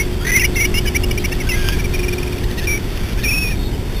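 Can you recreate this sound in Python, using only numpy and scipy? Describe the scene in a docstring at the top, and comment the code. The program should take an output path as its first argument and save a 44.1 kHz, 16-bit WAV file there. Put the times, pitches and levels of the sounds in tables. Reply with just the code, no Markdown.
"""Shorebirds squabble on an open mudflat, over wind, a distant engine hum and a far flock.
First come harsh two-toned whistles and a hoarse stutter, which break into short pips.
After one more harsh whistle, feet splash, soft low calls join in and a fast trill swells and fades.
Two clean wavering whistles come last. A few sharp ticks sound along the way. Throughout, a small
recorder samples slowly and holds each sample, so every call has bright mirror tones above it."""
import sys
import numpy as np
from scipy import signal
from scipy.fft import rfft, irfft, next_fast_len
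from scipy.io import wavfile
from scipy.ndimage import map_coordinates

SR = 44100
rng = np.random.default_rng(int(sys.argv[2]) if len(sys.argv) > 2 else 0)


def log_audio(samples):
    """Write samples as a 16-bit WAV file to the path given in sys.argv[1]."""
    # one column per channel
    frames = np.atleast_2d(samples).T
    # limit to full scale, then quantise
    limited = np.clip(frames, -1, 1)
    pcm = np.round(limited * 32767).astype(np.int16)
    wavfile.write(sys.argv[1], SR, pcm)


N = 176400
T = np.arange(N) / SR  # the time of each sample, in seconds


def amp(db):
    """Turn decibels into a gain. Table levels are relative: each source also has its own gain."""
    return 10 ** (np.asarray(db) / 20)


def unit(x):
    """Scale a signal to an average strength (rms) of 1."""
    return x / np.sqrt(np.mean(x ** 2) + 1e-20)


def curves(rows):
    """Draw straight lines through a table: one curve for each column after the time."""
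    times, *columns = np.transpose(rows)
    return [np.interp(T, times, column) for column in columns]


def wobble(rate):
    """A smooth curve through `rate` random values a second."""
    return map_coordinates(rng.standard_normal(int(N * rate / SR) + 4), [T * rate])


def filtered(x, response):
    """Turn each frequency up or down by the gain response(hz)."""
    size = next_fast_len(N + 8192)
    return irfft(rfft(x, size) * response(np.fft.rfftfreq(size, 1 / SR)), size)[:N]


def noise(points):
    """Noise of strength 1, shaped by (frequency_hz, level_db) points."""
    freqs, db = np.transpose(points)
    white = rng.standard_normal(N)
    return unit(filtered(white, lambda hz: amp(np.interp(np.log(hz + 1), np.log(freqs), db))))


def gate(start, length, edge, attack_share=0.72):
    """A note's loudness: quick rise, hold, then a slower fall lasting `edge` seconds."""
    ramp = np.minimum((T - start) / attack_share, start + length - T) / edge
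    return np.sin(np.pi / 2 * np.clip(ramp, 0, 1)) ** 2


def glide(rows, ease=0.8):
    """A pitch that moves from row to row, slowing near each by the share `ease`."""
    times, hz = np.transpose(rows)[:2]
    steps = np.arange(len(times))
    place = np.interp(T, times, steps)
    return np.interp(place - ease * np.sin(2 * np.pi * place) / (2 * np.pi), steps, hz)


def phrase(calls, edge):
    """Join calls into one pitch curve and a gain for each tone, silent between calls."""
    joined = [row for rows in calls for row in rows]
    sounding = sum(gate(rows[0][0] - edge / 2, rows[-1][0] - rows[0][0] + edge, edge) for rows in calls)
    return [glide(joined)] + [sounding * amp(db) for db in curves(joined)[1:]]


def phase_of(hz, jitter, rate):
    """The running angle (phase) of a wave with an unsteady pitch."""
    return 2 * np.pi * np.cumsum(hz * (1 + jitter * wobble(rate))) / SR


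def tone(phase, rough, rate=900):
    """A sine wave roughened by random flutter."""
    return np.sqrt(2) * ((1 + rough * wobble(rate)) * np.sin(phase)
                         + rough * wobble(rate) * np.cos(phase))


def open_air():
    """The soft, slightly flickering hiss of open air."""
    # hiss colour: frequency_hz, level_db
    spectrum = [(200, -28), (600, -2), (900, -2), (1300, 2), (2000, 4), (3000, 3), (3650, 4), (4000, -5)]
    # hiss loudness: time_s, level_db
    levels = [(0, -32.5), (.7, -32), (1.2, -32), (1.65, -29.5), (1.85, -31.5), (2.2, -31), (2.5, -32),
              (2.85, -32), (3.1, -30.5), (3.3, -32.5), (3.65, -35), (4, -32.5)]
    level_db, = curves(levels)
    return amp(level_db + 0.62 * wobble(25.03)) * noise(spectrum)


def wind_rumble(level_db=-18, gust_below_hz=130):
    """Wind and distant engines rumble; gusts swell the deepest part."""
    # rumble colour: frequency_hz, level_db
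    spectrum = [(15, -3.5), (24, -3.5), (35, 1), (50, -3.5), (70, -5.5), (100, -6.5), (160, -15),
                (250, -16), (320, -20), (410, -19.5), (500, -27), (650, -30.5), (1000, -33), (2000, -91)]
    # gust strength: time_s, level_db
    gusts = [(0, -2), (.3, -1.5), (.6, 0), (.9, 1.5), (1.15, -.5), (1.65, 3), (1.9, 1.5), (2.5, -1),
             (3.2, 0), (4, -2)]
    gust_db, = curves(gusts)
    rumble = amp(level_db + 0.44 * wobble(4.89)) * noise(spectrum)
    deep = filtered(rumble, lambda hz: 1 / (1 + (hz / gust_below_hz) ** 4))
    return rumble + (amp(gust_db) - 1) * deep


def engine_hum(pitch_hz=359.6):
    """A distant engine holds its pitch while its loudness drifts."""
    # hum loudness: time_s, level_db
    levels = [(0.0, -30.5), (0.24, -35.5), (0.51, -28.5), (1.87, -31.5), (1.99, -25.5), (3.55, -44.5),
              (3.81, -34), (4.0, -51)]
    # tones in the hum: pitch_multiple, level_db
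    tones = [(1, -0.5), (1.12, -11), (2, -21), (3, -25.5)]
    level_db, = curves(levels)
    phase = phase_of(pitch_hz, jitter=0.003084, rate=6)
    return amp(level_db) * sum(amp(db) * tone(k * phase, rough=0.13, rate=14) for k, db in tones)


def slides(rows):
    """Short wavering notes that slide from one pitch to another."""
    out, waver = np.zeros(N), 1 + .006 * wobble(120)
    for start, length, first_hz, last_hz, db in rows:
        span = slice(max(int(start * SR), 0), int((start + length) * SR))
        progress = (T[span] - start) / length
        hz = (first_hz + (last_hz - first_hz) * progress) * waver[span]
        swell = np.sqrt(2 * np.abs(np.sin(np.pi * progress)))
        out[span] += amp(db) * swell * np.sin(2 * np.pi * np.cumsum(hz) / SR)
    return out * (1 + 0.53 * wobble(300))


def far_birds(count=90, flock_hz=3420, spread_hz=702):
    """A few distant calls over the many quick, soft peeps of the flock."""
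    # faint calls: start_s, length_s, first_pitch_hz, last_pitch_hz, level_db
    calls = [(0.012, .05, 3150, 3460, -40), (0.207, 0.061, 3160, 3470, -35), (.208, 0.032, 1340, 1470, -34),
             (0.538, .025, 3920, 3530, -35), (0.849, 0.022, 1725, 1660, -31),
             (1.313, 0.032, 1730, 1920, -32.5), (1.468, .02, 1520, 1600, -31),
             (1.776, .02, 1570, 1660, -36), (2.577, 0.031, 2735, 2450, -32), (2.99, 0.14, 2280, 2360, -40),
             (3.176, 0.029, 2465, 2440, -33), (3.566, 0.14, 3660, 3755, -37.5),
             (3.18, 0.044, 3560, 3320, -44), (3.724, 0.033, 3150, 2930, -41),
             (3.949, 0.044, 3650, 3570, -35)]
    peeps = [(4 * when, 0.02183 + 0.0292 * length, flock_hz + spread_hz * (first - .5),
              flock_hz + spread_hz * (2 * last - 1), -41.5 - 6 * softness)
             for when, length, first, last, softness in rng.random((count, 5))]
    return slides(calls) + slides(peeps)


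def ticks(high_hz=2900, low_hz=1350, length_s=.0016):
    """Tiny hard contacts at the recorder, each a few waves long."""
    # sharp ticks: start_s, level_db
    contacts = [(.376, -13), (.61, -27), (1.6872, -2), (1.6933, -13), (2.673, -18), (2.9747, -16.5)]
    out = np.zeros(N)
    for start, db in contacts:
        angle = 2 * np.pi * (T - start)
        ring = np.sin(high_hz * angle) + 0.43 * np.sin(low_hz * angle)
        out += amp(db - 3.5) * gate(start, length_s, edge=length_s / 3) * ring
    return out


def splashes(count=14, start_s=1.57, length_s=.13):
    """Feet spatter in the shallows as the birds chase each other."""
    spatters = sum(amp(-9 * softness) * gate(start_s + length_s * when, 0.0048, edge=0.0034)
                   for when, softness in rng.random((count, 2)))
    return amp(-28) * spatters * noise([(500, -17), (1500, 5), (2500, 0), (3700, -1), (4500, -20)])


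def low_calls():
    """Soft wavering whistles with rough tones at 1.5 and 2 times their pitch."""
    # one list for each call: time_s, pitch_hz, level_db
    calls = [
        [(1.52, 2013, -41), (1.538, 1958, -43), (1.548, 1650, -38), (1.558, 1640, -35), (1.716, 1574, -35),
         (1.732, 1666, -32), (1.77, 1630, -52)],
        [(2.42, 1540, -56), (2.432, 1648, -43), (2.442, 1880, -34.5), (2.45, 1908, -50), (2.455, 1853, -58)],
        [(2.485, 1646, -49), (2.495, 1672, -49), (2.507, 1900, -36), (2.515, 1940, -35.5), (2.523, 1574, -43),
         (2.53, 1623, -55)],
        [(2.575, 1840, -38), (2.591, 1910, -35.5), (2.609, 1714, -41), (2.619, 1678, -37), (2.633, 1822, -39),
         (2.645, 1793, -41), (2.66, 1900, -38)],
        [(3.175, 1534, -33.5), (3.185, 1534, -38), (3.191, 1735, -34), (3.197, 1745, -39), (3.221, 1600, -43),
         (3.239, 1866, -33), (3.255, 1765, -40)],
        [(3.47, 1936, -46), (3.478, 1970, -39), (3.494, 1850, -47), (3.51, 1867, -35), (3.53, 1710, -42),
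         (3.536, 1576, -51), (3.54, 1550, -59)],
    ]
    hz, gain = phrase(calls, edge=.008)
    phase = phase_of(hz * (1 + 0.01115 * wobble(55)), jitter=0.00766, rate=190)
    voice = tone(phase, rough=0.11)
    voice += amp(-6) * tone(1.5 * phase, rough=0.8) + amp(-5.5) * tone(2 * phase, rough=0.74)
    return amp(3 + 2.5 * wobble(80)) * gain * voice


def rasp():
    """The scratchy hiss that goes with a call."""
    scratch = amp(3 * wobble(350))
    hiss = noise([(300, -23), (900, -3), (1700, -5), (2400, -3), (3700, 1.5), (4500, 2.5)])
    return unit(scratch * hiss)


def clean_whistles():
    """Two nearly pure wavering whistles; a fast flutter adds faint side tones."""
    # the two whistles: time_s, pitch_hz, level_db
    short_call = [(2.672, 2407, -23), (2.68, 2403, -20), (2.692, 2289, -22.5), (2.716, 2350, -20.5),
                  (2.752, 2272, -24), (2.772, 2354, -33), (2.78, 2272, -23)]
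    long_call = [(3.238, 2532, -26), (3.248, 2483, -20), (3.262, 2347, -20), (3.272, 2342, -22),
                 (3.292, 2571, -17.5), (3.304, 2586, -22), (3.314, 2412, -19), (3.322, 2400, -20),
                 (3.342, 2589, -19.5), (3.362, 2471, -23.5), (3.386, 2589, -19), (3.402, 2531, -27),
                 (3.43, 2589, -20.5), (3.448, 2483, -24), (3.49, 2437, -26), (3.504, 2550, -32.5),
                 (3.526, 2410, -29), (3.55, 2320, -38)]
    hz, gain = phrase([short_call, long_call], edge=.003)
    flutter = 1 + amp(-28) * np.sin(phase_of(hz / 11, jitter=.1, rate=140))
    voice = tone(phase_of(hz, jitter=0.0067, rate=300), rough=0.05)
    return amp(2) * gain * (flutter * voice + amp(-13) * rasp())


def trill(bend_hz_per_s2=820000, peak_early_s=0.00292):
    """Quick hoarse notes that shorten along the run, each rising and falling in pitch."""
    # trill notes: middle_s, length_s, top_pitch_hz, level_db
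    notes = [(1.744, .032, 2370, -32.5), (1.802, .028, 2360, -27.5), (1.853, .028, 2360, -27.5),
             (1.951, 0.033, 2440, -24.5), (1.999, 0.021, 2435, -25.5), (2.042, 0.029, 2400, -26.5),
             (2.089, 0.02, 2430, -23), (2.135, 0.023, 2425, -24.5), (2.187, 0.01645, 2400, -25.5),
             (2.233, 0.014, 2485, -26.5), (2.28, 0.016, 2420, -29.5), (2.331, 0.014, 2450, -28.5),
             (2.386, 0.011, 2453, -28)]
    hz, gain, hoarse = np.full(N, 2000.), np.zeros(N), np.zeros(N)
    for middle, length, top_hz, db in notes:
        note = gate(middle - length / 2, length, edge=0.0073)
        hz = np.where(note > 0, top_hz - bend_hz_per_s2 * (T - middle + peak_early_s) ** 2, hz)
        gain += amp(db) * note * amp(-.01 * (top_hz - hz))  # softer away from the top pitch
        hoarse += note
    hiss = noise([(500, -24), (1500, -6), (2700, -6), (3600, 0), (4500, -1)])
    phase = phase_of(hz, jitter=0.0081, rate=400)
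    sides = amp(-17.5) * tone(0.75 * phase, rough=.6) + amp(-16.5) * tone(1.2 * phase, rough=0.53)
    return amp(1) * gain * (tone(phase, rough=0.17) + sides) + amp(-31) * hoarse * hiss


def two_toned(hz, main, upper, rough, flutter_db, sides_db, rasp_db):
    """A bird's voice box sounds two tones at once; their beating adds weak tones on either side."""
    # upper pitch divided by main pitch: time_s, ratio
    ratios = [(.36, 1.25), (.41, 1.22), (.45, 1.25), (.79, 1.267), (.88, 1.3), (.97, 1.27), (1.25, 1.23),
              (1.33, 1.2), (1.5, 1.26)]
    ratio, = curves(ratios)
    low = phase_of(hz, jitter=.006, rate=300)
    high = phase_of(hz * ratio, jitter=0.0053, rate=460)
    sides = amp(sides_db) * np.sqrt(main * upper) * (np.sin(2 * low - high) + np.sin(2 * high - low))
    flutter = 1 + amp(flutter_db) * np.sin(phase_of(hz / 6, jitter=0.133, rate=180))
    main_voice = flutter * tone(low, rough) + amp(rasp_db) * rasp()
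    upper_voice = tone(high, rough) + amp(rasp_db) * rasp()
    return main * main_voice + upper * upper_voice + sides


def stutter(rise_hz_per_s=3000):
    """Three hoarse notes early in the quarrel, each rising a little."""
    # stutter notes: start_s, length_s, pitch_hz, level_db
    notes = [(0.247, 0.016, 1830, -27), (.265, .024, 1944, -20), (.289, .024, 2026, -20)]
    hz, gain = np.full(N, 2000.), np.zeros(N)
    for start, length, pitch, db in notes:
        note = gate(start, length, edge=0.0036)
        hz = np.where(note > 0, pitch + rise_hz_per_s * (T - start - length / 2), hz)
        gain += amp(db) * note
    return two_toned(hz, gain, amp(-19) * gain, rough=0.23, flutter_db=-3.5, sides_db=-21, rasp_db=0)


def pips(bend_hz_per_s2=800000):
    """Short two-toned notes whose pitch rises and falls in an arch."""
    # pips: start_s, length_s, top_time_s, top_pitch_hz, main_level_db, upper_level_db
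    notes = [(0.859, 0.015, .862, 2440, -27, -34), (0.869, 0.027, .882, 2306, -26, -25),
             (.944, 0.032, .969, 2332, -16.5, -31.5), (1.032, 0.02, 1.047, 2260, -31, -23),
             (1.108, 0.015, 1.116, 2305, -23.5, -24), (1.173, 0.019, 1.187, 2377, -22, -36),
             (1.238, 0.0268, 1.259, 2308, -21, -28.5), (1.316, .020, 1.331, 2280, -32, -25.5),
             (1.399, 0.031, 1.405, 2240, -26.5, -35)]
    hz, main, upper = np.full(N, 2000.), np.zeros(N), np.zeros(N)
    for start, length, top_s, top_hz, main_db, upper_db in notes:
        note = gate(start, length, edge=0.0071)
        hz = np.where(note > 0, top_hz - bend_hz_per_s2 * (T - top_s) ** 2, hz)
        note *= amp(-.02 * (top_hz - hz))  # softer away from the top pitch
        main += amp(main_db) * note
        upper += amp(upper_db) * note
    return amp(2) * two_toned(hz, main, upper, rough=0.11, flutter_db=-16, sides_db=-16, rasp_db=-11)


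def harsh_whistles():
    """Loud warbling calls that keep breaking into two tones."""
    # one list for each call: time_s, pitch_hz, main_level_db, upper_level_db
    calls = [
        [(0.0, 2165, -17, -42), (0.018, 2182, -21, -36), (0.028, 2260, -34, -42), (0.04, 2090, -36, -51),
         (0.05, 2156, -45, -58)],
        [(0.318, 1999, -16, -24), (0.326, 1979, -16.5, -44), (0.342, 1995, -17.5, -23),
         (0.356, 2139, -13.5, -38), (0.364, 2174, -9.5, -36), (0.378, 2022, -15, -30), (0.391, 2008, -21, -22)],
        [(0.396, 2194, -30, -12.5), (0.41, 2285, -19.5, -29), (0.422, 1996, -20, -16.5), (0.43, 1890, -24, -30),
         (0.438, 1974, -15.5, -33), (0.452, 2306, -13.5, -17.5), (0.463, 2280, -25, -26.5)],
        [(0.557, 2077, -24, -38), (0.569, 2187, -20, -23), (0.581, 2098, -21.5, -32), (0.597, 2090, -19.5, -33),
         (0.611, 2248, -16, -26), (0.621, 2277, -15.5, -49), (0.635, 2142, -20.5, -34), (0.643, 2145, -18, -43),
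         (0.655, 2296, -14, -21.5), (0.665, 2310, -34, -27)],
        [(0.742, 2097, -23, -23), (0.752, 2199, -32, -21.5), (0.766, 2186, -25, -25), (0.79, 2297, -23.5, -16),
         (0.8, 2310, -35, -37)],
        [(1.49, 2374, -19, -36), (1.494, 2225, -28, -19.5), (1.51, 2121, -39, -23.5), (1.52, 2027, -23, -22),
         (1.53, 2026, -22.5, -38), (1.548, 2084, -22, -41), (1.562, 2160, -32, -46)],
    ]
    hz, main, upper = phrase(calls, edge=0.0013)
    return amp(1) * two_toned(hz, main, amp(-0.5) * upper,
                              rough=0.086, flutter_db=-16.5, sides_db=-20, rasp_db=-11)


def echo(x, level_db=-23, fade_s=0.2):
    """Open ground scatters back a faint, short echo."""
    t = T[:SR // 2]
    tail = rng.standard_normal(len(t)) * amp(-60 * t / fade_s)
    return amp(level_db) * signal.fftconvolve(x, tail / np.linalg.norm(tail))[:N]


def scene():
    """The birds, their echo and the ticks over the background, in one channel."""
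    birds = harsh_whistles() + stutter() + pips() + trill() + clean_whistles()
    birds += low_calls() + far_birds() + splashes()
    return (birds + echo(birds) + ticks() + engine_hum() + wind_rumble() + open_air())[None]


def record(dry, hold_hz=8012, input_top_hz=3960, output_top_hz=15500):
    """The recorder samples slowly and holds each sample; the steps mirror the sound into the treble."""
    rounded = dry[0] / (1 + np.abs(dry[0] / .75) ** 8) ** (1 / 8)  # soften the loudest peaks
    narrow = filtered(rounded, lambda hz: (hz > 12) / np.sqrt(1 + (hz / input_top_hz) ** 70))
    held = np.abs(T * hold_hz + .035 * wobble(1200)).astype(int)  # each hold is slightly uneven
    samples = map_coordinates(narrow, [np.arange(held.max() + 1) * SR / hold_hz])
    return filtered(samples[held], lambda hz: hz < output_top_hz)[None]


dry = scene()
out = record(dry)
log_audio(out)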